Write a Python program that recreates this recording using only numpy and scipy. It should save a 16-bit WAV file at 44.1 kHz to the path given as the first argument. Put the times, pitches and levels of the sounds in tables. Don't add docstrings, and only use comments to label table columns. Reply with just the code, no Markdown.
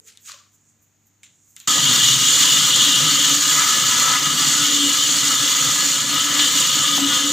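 import sys
import numpy as np
from scipy import signal
from scipy.fft import rfft, irfft
from scipy.io import wavfile

SR = 44100
rng = np.random.default_rng(int(sys.argv[2]) if len(sys.argv) > 2 else 0)


def nominal_scale(level):
    x = np.asarray(level, float) / 20
    return 10 ** x


def pcm_store(signal):
    levels = np.round(np.clip(np.atleast_2d(signal), -1, 1) * 32767)
    wavfile.write(sys.argv[1], SR, levels.astype(np.int16).T)


N = 322812
HZ = np.fft.rfftfreq(N, 1 / SR)
T = np.arange(N) / SR

CUT_S = 1.6735
# time_s, splash_db, wall_re_splash_db
CHURN_LEVELS = [(1.69, -19, -4.5), (1.9, -20, 1.5), (2.4, -17, -3), (2.8, -19.5, -0.3), (3.2, -19, -3.5),
                (4.1, -20.5, -3.5), (4.8, -20, -1.5), (5.4, -20.5, -4.5), (6.35, -23, -1.5),
                (6.5, -19.5, -6), (6.75, -20.5, -2.5), (7.05, -22.5, -1.5), (7.32, -22.5, -1)]
# pitch_hz, width_hz, level_db
SPRAY_MODES = [(4318, 122, -5.5), (4520, 130, -5), (4790, 57, -7.5), (5130, 56, -23), (5380, 160, -10),
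               (5860, 99, -4.5), (6420, 170, -0.5), (6860, 180, 1), (6972, 51, -1), (7400, 250, -11),
               (7600, 100, -14)]
# pitch_hz, width_hz, level_db
WALL_MODES = [(2750, 50, -11), (2905, 50, 0), (2980, 40, -2), (3110, 80, -3), (3270, 80, -2),
              (3365, 60, -1), (3575, 110, -2), (3920, 100, -8)]
# pitch_hz, width_hz, level_db
BELLY_MODES = [(1021, 31, -11.5), (1213, 10.6, -5), (1244.7, 17, 2.5), (1301, 19.6, 1.5), (1448, 18, -4.5),
               (1699, 63, -5.5), (1936, 27, -5), (2000, 18.4, -6), (2140, 17, -15)]
# frequency_hz, density_db (per Hz)
WASH_SPECTRUM = [(600, -72), (1100, -16), (2400, -14), (3500, -14.5), (5000, -10), (7500, -9), (8600, -26),
                 (9400, -44), (9800, -46), (10400, -30), (11400, -24.5), (13500, -19), (14500, -21),
                 (15500, -18)]
SWIRL_DB, SWIRL_WANDER_DB = -29.5, 0.77
# time_s, middle_peak_db
BOOM_LEVELS = [(1.69, -38), (2.3, -53), (2.42, -36.5), (2.62, -47), (3.17, -29.5), (3.23, -34.5),
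               (3.42, -33.5), (3.56, -43), (3.71, -46), (3.85, -42.5), (4.46, -36.5), (4.86, -25.5),
               (4.98, -41), (5.23, -33), (5.4, -41), (5.9, -35), (5.99, -51), (6.07, -37.5), (6.45, -29),
               (6.75, -49), (7.07, -23), (7.19, -40), (7.26, -25), (7.32, -31)]
BOOM_HZ, BOOM_WAVER_HZ, BOOM_WANDER_DB = 286.1, 3.54, 3.0
# pitch_hz, width_hz, level_db
MOUNT_MODES = [(131.2, 8.1, 12), (147.2, 12.4, 13.5), (172, 12, -0.5), (199, 10, -3.5), (250.8, 5.5, 12.5)]
THROB_HZ = 16
MOUNT_DB, MOUNT_SAG_DB_PER_S, MOUNT_WANDER_DB = -35.5, 1.17, 2
# frequency_hz, density_db (per Hz)
SLOSH_SPECTRUM = [(30, -58), (100, -16), (300, 2.5), (410, -22.5), (515, 0), (620, -15.5), (780, -63),
                  (1000, -29), (1500, -24.5)]
SLOSH_DB, SLOSH_FOLLOW = -39, 0.21
SETTLE_S, SLOSH_GAIN_DB = 6, 3.5
HOLLOW_HZ, HOLLOW_WIDTH_HZ, HOLLOW_DEPTH = 415, 110, .65
PATCH_DB, PATCH_HZ, PATCH_S = 2, 60, 0.13

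# start_s, level_db (before decay), pitch_hz, width_hz, t60_s
SLOPS = [(1.768, -27, 720, 300, .2), (1.77, -30, 170, 200, .15), (6.3925, -11.5, 3300, 5000, .6),
         (6.603, -17, 7000, 5000, .1), (6.979, -25, 700, 900, .15)]

# start_s, peak_db, ring_hz, edge_re_ring_db, tail_db (re peak)
TICKS = [(.1735, -28, 3600, -5, -32), (0.297, -32, 1210, -25, -21), (0.3188, -20.5, 4100, -9, -35),
         (1.233, -29, 2300, -3, -22.5), (1.565, -21, 2030, 5, -27), (1.6015, -23, 4300, 9, -31)]
# frequency_hz, density_db (per Hz)
TICK_TAIL_SPECTRUM = [(290, -73), (500, -42), (1380, -9), (3750, 1), (4940, -13), (7100, 2), (11300, -58),
                      (15100, -29), (16000, -39)]
TICK_EDGE_HZ, TICK_T60_S = 7800, 0.43

# full_s, level_db, hold_s, dullness (reached, 0-1)
SCUFFS = [(0.078, -49, 0.013, 0), (0.273, -44.5, 0.049, 1)]
# frequency_hz, density_db (per Hz)
SCUFF_BRIGHT = [(180, -47), (300, -19), (713, -41), (1030, -27), (1120, -52), (1230, -11), (2570, -4),
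                (5080, -5.5), (7200, -4), (16000, -29)]
# frequency_hz, density_db (per Hz)
SCUFF_DULL = [(180, -53), (300, -25), (593, -13), (842, -24), (1100, 5), (2070, -6), (2440, -2), (6740, 1),
              (9240, -31), (16000, -35)]
SCUFF_RISE_S, SCUFF_FALL_S, DULLING_S = 0.091, 0.45, 0.064

# start_s, level_db (before decay), pitch_hz, t60_s
BUMPS = [(.01, -61, 440, 0.52), (.31, -48, 1040, 0.18), (.335, -53, 600, 0.16), (.4, -57, 1160, .25)]

# time_s, level_db
HISS_LEVELS = [(0, -72), (.45, -77), (.7, -62), (.79, -74), (1.22, -74), (1.31, -64), (1.5, -60),
               (1.66, -73)]
# peak_s, level_near_7khz_db, top_treble_db, rise_s, fall_s
RUSTLES = [(.08, -46, -56, 0.15, 0.13), (.222, -80, -58, .08, .15), (.27, -40.5, -54, 0.14, .4),
           (.548, -61, -64, .12, .1), (.695, -73, -78, .1, .08), (.826, -66, -61, .05, .17),
           (1.072, -69, -61, .07, .1), (1.24, -46, -63, 0.028, .12), (1.51, -70, -61, .25, .15),
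           (1.598, -54, -51, 0.16, .25)]
# pitch_hz, middle_rms_db
HUM = [(100, -70.5), (150, -80), (224, -79), (300, -80)]
# frequency_hz, density_db (per Hz)
ROOM_SPECTRUM = [(18, -40), (30, -10), (43, -10), (103, -6), (210, -7), (526, -18), (2060, -19),
                 (5040, -25.5), (6050, -20), (6720, -8), (9220, -38), (14800, -24), (16000, -30)]
ROOM_DB = -62.5

# frequency_hz, left_re_right_db
PORT_LEAN = [(60, 2), (160, 2.5), (300, 4), (600, 4), (1150, 7.5), (1900, 4.5), (4800, 4.5), (7000, -3.5),
             (8500, -8.5), (10200, -13), (12400, -3), (15000, 0)]
# frequency_hz, likeness (0-1)
PORT_LIKENESS = [(60, .98), (260, .995), (5000, .995), (7200, .93), (10400, .47), (12500, .9), (15000, .98)]
EDGE_HZ = 15520


def evened(x):
    return x / np.sqrt(np.mean(x ** 2) + 1e-20)


def read(points, hz):
    f, value = np.transpose(points)
    return np.interp(np.log(hz + 1), np.log(f + 1), value)


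def curves(rows):
    s, *columns = np.transpose(rows)
    return [np.interp(T, s, c) for c in columns]


def filtered(x, gain):
    return irfft(rfft(x) * gain, N)


def shaped(x, spectrum):
    return evened(filtered(x, nominal_scale(read(spectrum, HZ))))


def modes(table, sign=1):
    total = 0
    for k, (f, width, db) in enumerate(table):
        damping = 1j * HZ * width
        total = total + sign ** k * nominal_scale(db) * damping / (f * f - HZ * HZ + damping)
    return total


def drift(rate_hz):
    return evened(filtered(rng.standard_normal(N), 1 / (1 + (HZ / rate_hz) ** 2)))


def splatter(per_s, spread_db, share, surge_db, surge_hz):
    size = nominal_scale(spread_db * np.minimum(rng.exponential(1, N), 4))
    drops = (rng.random(N) < per_s / SR) * size * rng.choice([-1., 1.], N)
    rush = np.sqrt(1 - share) * rng.standard_normal(N) + np.sqrt(share) * evened(drops)
    return rush * nominal_scale(surge_db * drift(surge_hz))


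def burst(s, t60, rise=0.00063):
    age = np.maximum(T - s, 0)
    return (1 - np.exp(-age / rise)) * nominal_scale(-60 * age / t60)


def swell(s, rise, fall, hold=0):
    return nominal_scale(-60 * np.maximum((s - T) / rise, np.maximum(T - s - hold, 0) / fall))


def churn():
    settled = 1 / (1 + np.exp((SETTLE_S - T) / 0.26))
    roar = patchy(liquid() + mount(settled))
    gap = filtered(roar, np.exp(-(2 * (HZ - HOLLOW_HZ) / HOLLOW_WIDTH_HZ) ** 4))
    after_cut = np.clip((T - CUT_S) / 0.002, 0, 1)
    return (roar - HOLLOW_DEPTH * settled * gap + boom()) * after_cut


def liquid():
    splash_db, wall_db = curves(CHURN_LEVELS)
    common = nominal_scale(0.75 * drift(4.3))
    lid = 1 / np.sqrt(1 + (HZ / 9640.0) ** 6)
    spray = evened(filtered(splatter(2500., 0.83, 0.28, 0.85, 38.0), modes(SPRAY_MODES) * lid))
    wall = evened(filtered(splatter(1500., 3.7, 0.39, 1.3, 3.1), modes(WALL_MODES, sign=-0.99)))
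    swirl = evened(filtered(splatter(800., 0.67, 0.41, 2.1, 1.4), modes(BELLY_MODES)))
    wash = shaped(splatter(4000., 4.9, 0.59, 1.0, 45.0), WASH_SPECTRUM)
    splash = nominal_scale(splash_db) * (spray + nominal_scale(wall_db) * wall + nominal_scale(-3.0) * wash)
    swirl_level = nominal_scale(SWIRL_DB + SWIRL_WANDER_DB * drift(1.8))
    return common * (splash + swirl_level * swirl)


def boom():
    turns = np.cumsum(BOOM_HZ + BOOM_WAVER_HZ * drift(11.6)) / SR
    level_db = curves(BOOM_LEVELS)[0] + BOOM_WANDER_DB * drift(13.0)
    return nominal_scale(level_db) * np.sin(2 * np.pi * turns)


def mount(settled):
    turns = np.cumsum(THROB_HZ * (1 + 0.0457 * drift(0.76))) / SR
    throb = 1 + 0.41 * np.cos(2 * np.pi * turns)
    bass_cut = HZ ** 2 / (HZ ** 2 + 91.0 ** 2)
    shake = evened(filtered(rng.standard_normal(N) * throb, modes(MOUNT_MODES) * bass_cut))
    load_db = MOUNT_WANDER_DB * drift(13.5) - MOUNT_SAG_DB_PER_S * (T - CUT_S)
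    slosh = shaped(splatter(300., 4.2, 0.58, 1.6, 18.0), SLOSH_SPECTRUM)
    slosh_db = SLOSH_DB + SLOSH_FOLLOW * load_db + SLOSH_GAIN_DB * settled
    return nominal_scale(MOUNT_DB + load_db) * shake + nominal_scale(slosh_db) * slosh


def patchy(x):
    z = signal.stft(x, nperseg=2048, noverlap=1536)[2]
    per_hz = np.fft.fftfreq(z.shape[0], SR / 2048)[:, None]
    per_s = np.fft.fftfreq(z.shape[1], 512 / SR)
    smooth = np.exp(-(per_hz * PATCH_HZ) ** 2 - (per_s * PATCH_S) ** 2)
    field = evened(np.fft.ifft2(np.fft.fft2(rng.standard_normal(z.shape)) * smooth).real)
    return signal.istft(z * nominal_scale(PATCH_DB * field), nperseg=2048, noverlap=1536)[1][:N]


def slops():
    out = np.zeros(N)
    wall = evened(modes(WALL_MODES, sign=-1).real)
    for s, db, hz, width, t60 in SLOPS:
        slap_noise, after_noise = rng.standard_normal((2, N))
        colour = modes([(hz, width, 0)]) ** 2 / (1 + (HZ / (hz + width)) ** 4)
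        slap = burst(s, .05, .0003) * evened(filtered(slap_noise, colour))
        after = burst(s, t60, .006) * evened(filtered(after_noise, colour * (.4 + abs(wall))))
        out += nominal_scale(db) * (slap + .55 * after)
    return out


def ticks():
    tail = shaped(splatter(810.0, 2.7, 0.26, 0.63, 40.), TICK_TAIL_SPECTRUM)
    out = np.zeros(N)
    for s, db, hz, edge_db, tail_db in TICKS:
        body = modes([(hz, .09 * hz, 0), (TICK_EDGE_HZ, 1750, edge_db)], sign=-1)
        body = body / (1 + 1j * HZ / 11000.) ** 2
        crack = irfft(body * np.exp(-2j * np.pi * HZ * s), N)
        rung = evened(tail + 1.5 * filtered(tail, modes([(hz, .12 * hz, 6)])))
        late = burst(s, TICK_T60_S, 0.0013) * tail
        early = 2.2 * burst(s, 0.034, 0.00056) * rung
        out += nominal_scale(db) * (crack / abs(crack).max() + nominal_scale(tail_db) * (late + early))
    return out


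def scuffs():
    grit = splatter(2000., 2.5, 0.25, 1.8, 40.)
    bright, dark = shaped(grit, SCUFF_BRIGHT), shaped(grit, SCUFF_DULL)
    out = np.zeros(N)
    for s, db, hold, dullness in SCUFFS:
        dull = np.clip(dullness * np.clip((T - s) / DULLING_S, 0, 1), 0, 1)
        stroke = swell(s, SCUFF_RISE_S, SCUFF_FALL_S, hold)
        out += nominal_scale(db) * stroke * (np.sqrt(1 - dull) * bright + np.sqrt(dull) * dark)
    return out


def bumps():
    out = np.zeros(N)
    for s, db, hz, t60 in BUMPS:
        hollow = evened(filtered(rng.standard_normal(N), modes([(hz, 70, 0)]) ** 2))
        out += nominal_scale(db) * burst(s, t60, 0.012) * hollow
    return out


def hiss_and_rustles():
    hiss = evened(filtered(rng.standard_normal(N), modes([(6900, 1560, 0)]) ** 2))
    top = evened(filtered(splatter(400., 4.5, .3, .8, 40.), modes([(13800, 6200, 0)]) ** 3))
    out = nominal_scale(curves(HISS_LEVELS)[0]) * hiss
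    for s, db, top_db, rise, fall in RUSTLES:
        out += swell(s, rise, fall) * (nominal_scale(db) * hiss + nominal_scale(top_db) * top)
    return out


def mains_hum():
    out = np.zeros(N)
    for hz, db in HUM:
        out += nominal_scale(db + 1.2 * drift(4.0)) * np.sqrt(2) * np.sin(2 * np.pi * hz * T)
    return out


def room_air():
    return nominal_scale(ROOM_DB) * shaped(rng.standard_normal((2, N)), ROOM_SPECTRUM)


def ports(x):
    z = signal.stft(x, nperseg=256)[2]
    random_phase = np.exp(2j * np.pi * rng.random(z.shape))
    scattered = signal.istft(z * random_phase, nperseg=256)[1][:N]
    scattered *= np.linalg.norm(x) / np.linalg.norm(scattered)
    same = read(PORT_LIKENESS, HZ)
    lean = nominal_scale(read(PORT_LEAN, HZ) / 2)
    left = filtered(x, same * lean) + filtered(scattered, np.sqrt(1 - same ** 2) * lean)
    return np.array([left, filtered(x, 1 / lean)])


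def scene():
    quiet = ticks() + scuffs() + bumps() + hiss_and_rustles() + mains_hum()
    near = churn() + slops() + quiet * (T < CUT_S)
    air = room_air()
    return ports(near) + 0.7 * air + 0.3 * air[::-1]


def top_cut(x):
    return signal.sosfilt(signal.butter(12, 16850, fs=SR, output="sos"), x)


def record(dry):
    thin = signal.sosfilt(signal.butter(3, 55., "high", fs=SR, output="sos"), dry)
    rounded = 1.2 * np.tanh(thin / 1.2)
    lowpass = signal.firwin(1023, EDGE_HZ, window=("kaiser", 9), fs=SR)
    limited = signal.oaconvolve(rounded, lowpass[None], "same")
    return top_cut(limited)


dry = scene()
out = record(dry)
pcm_store(out)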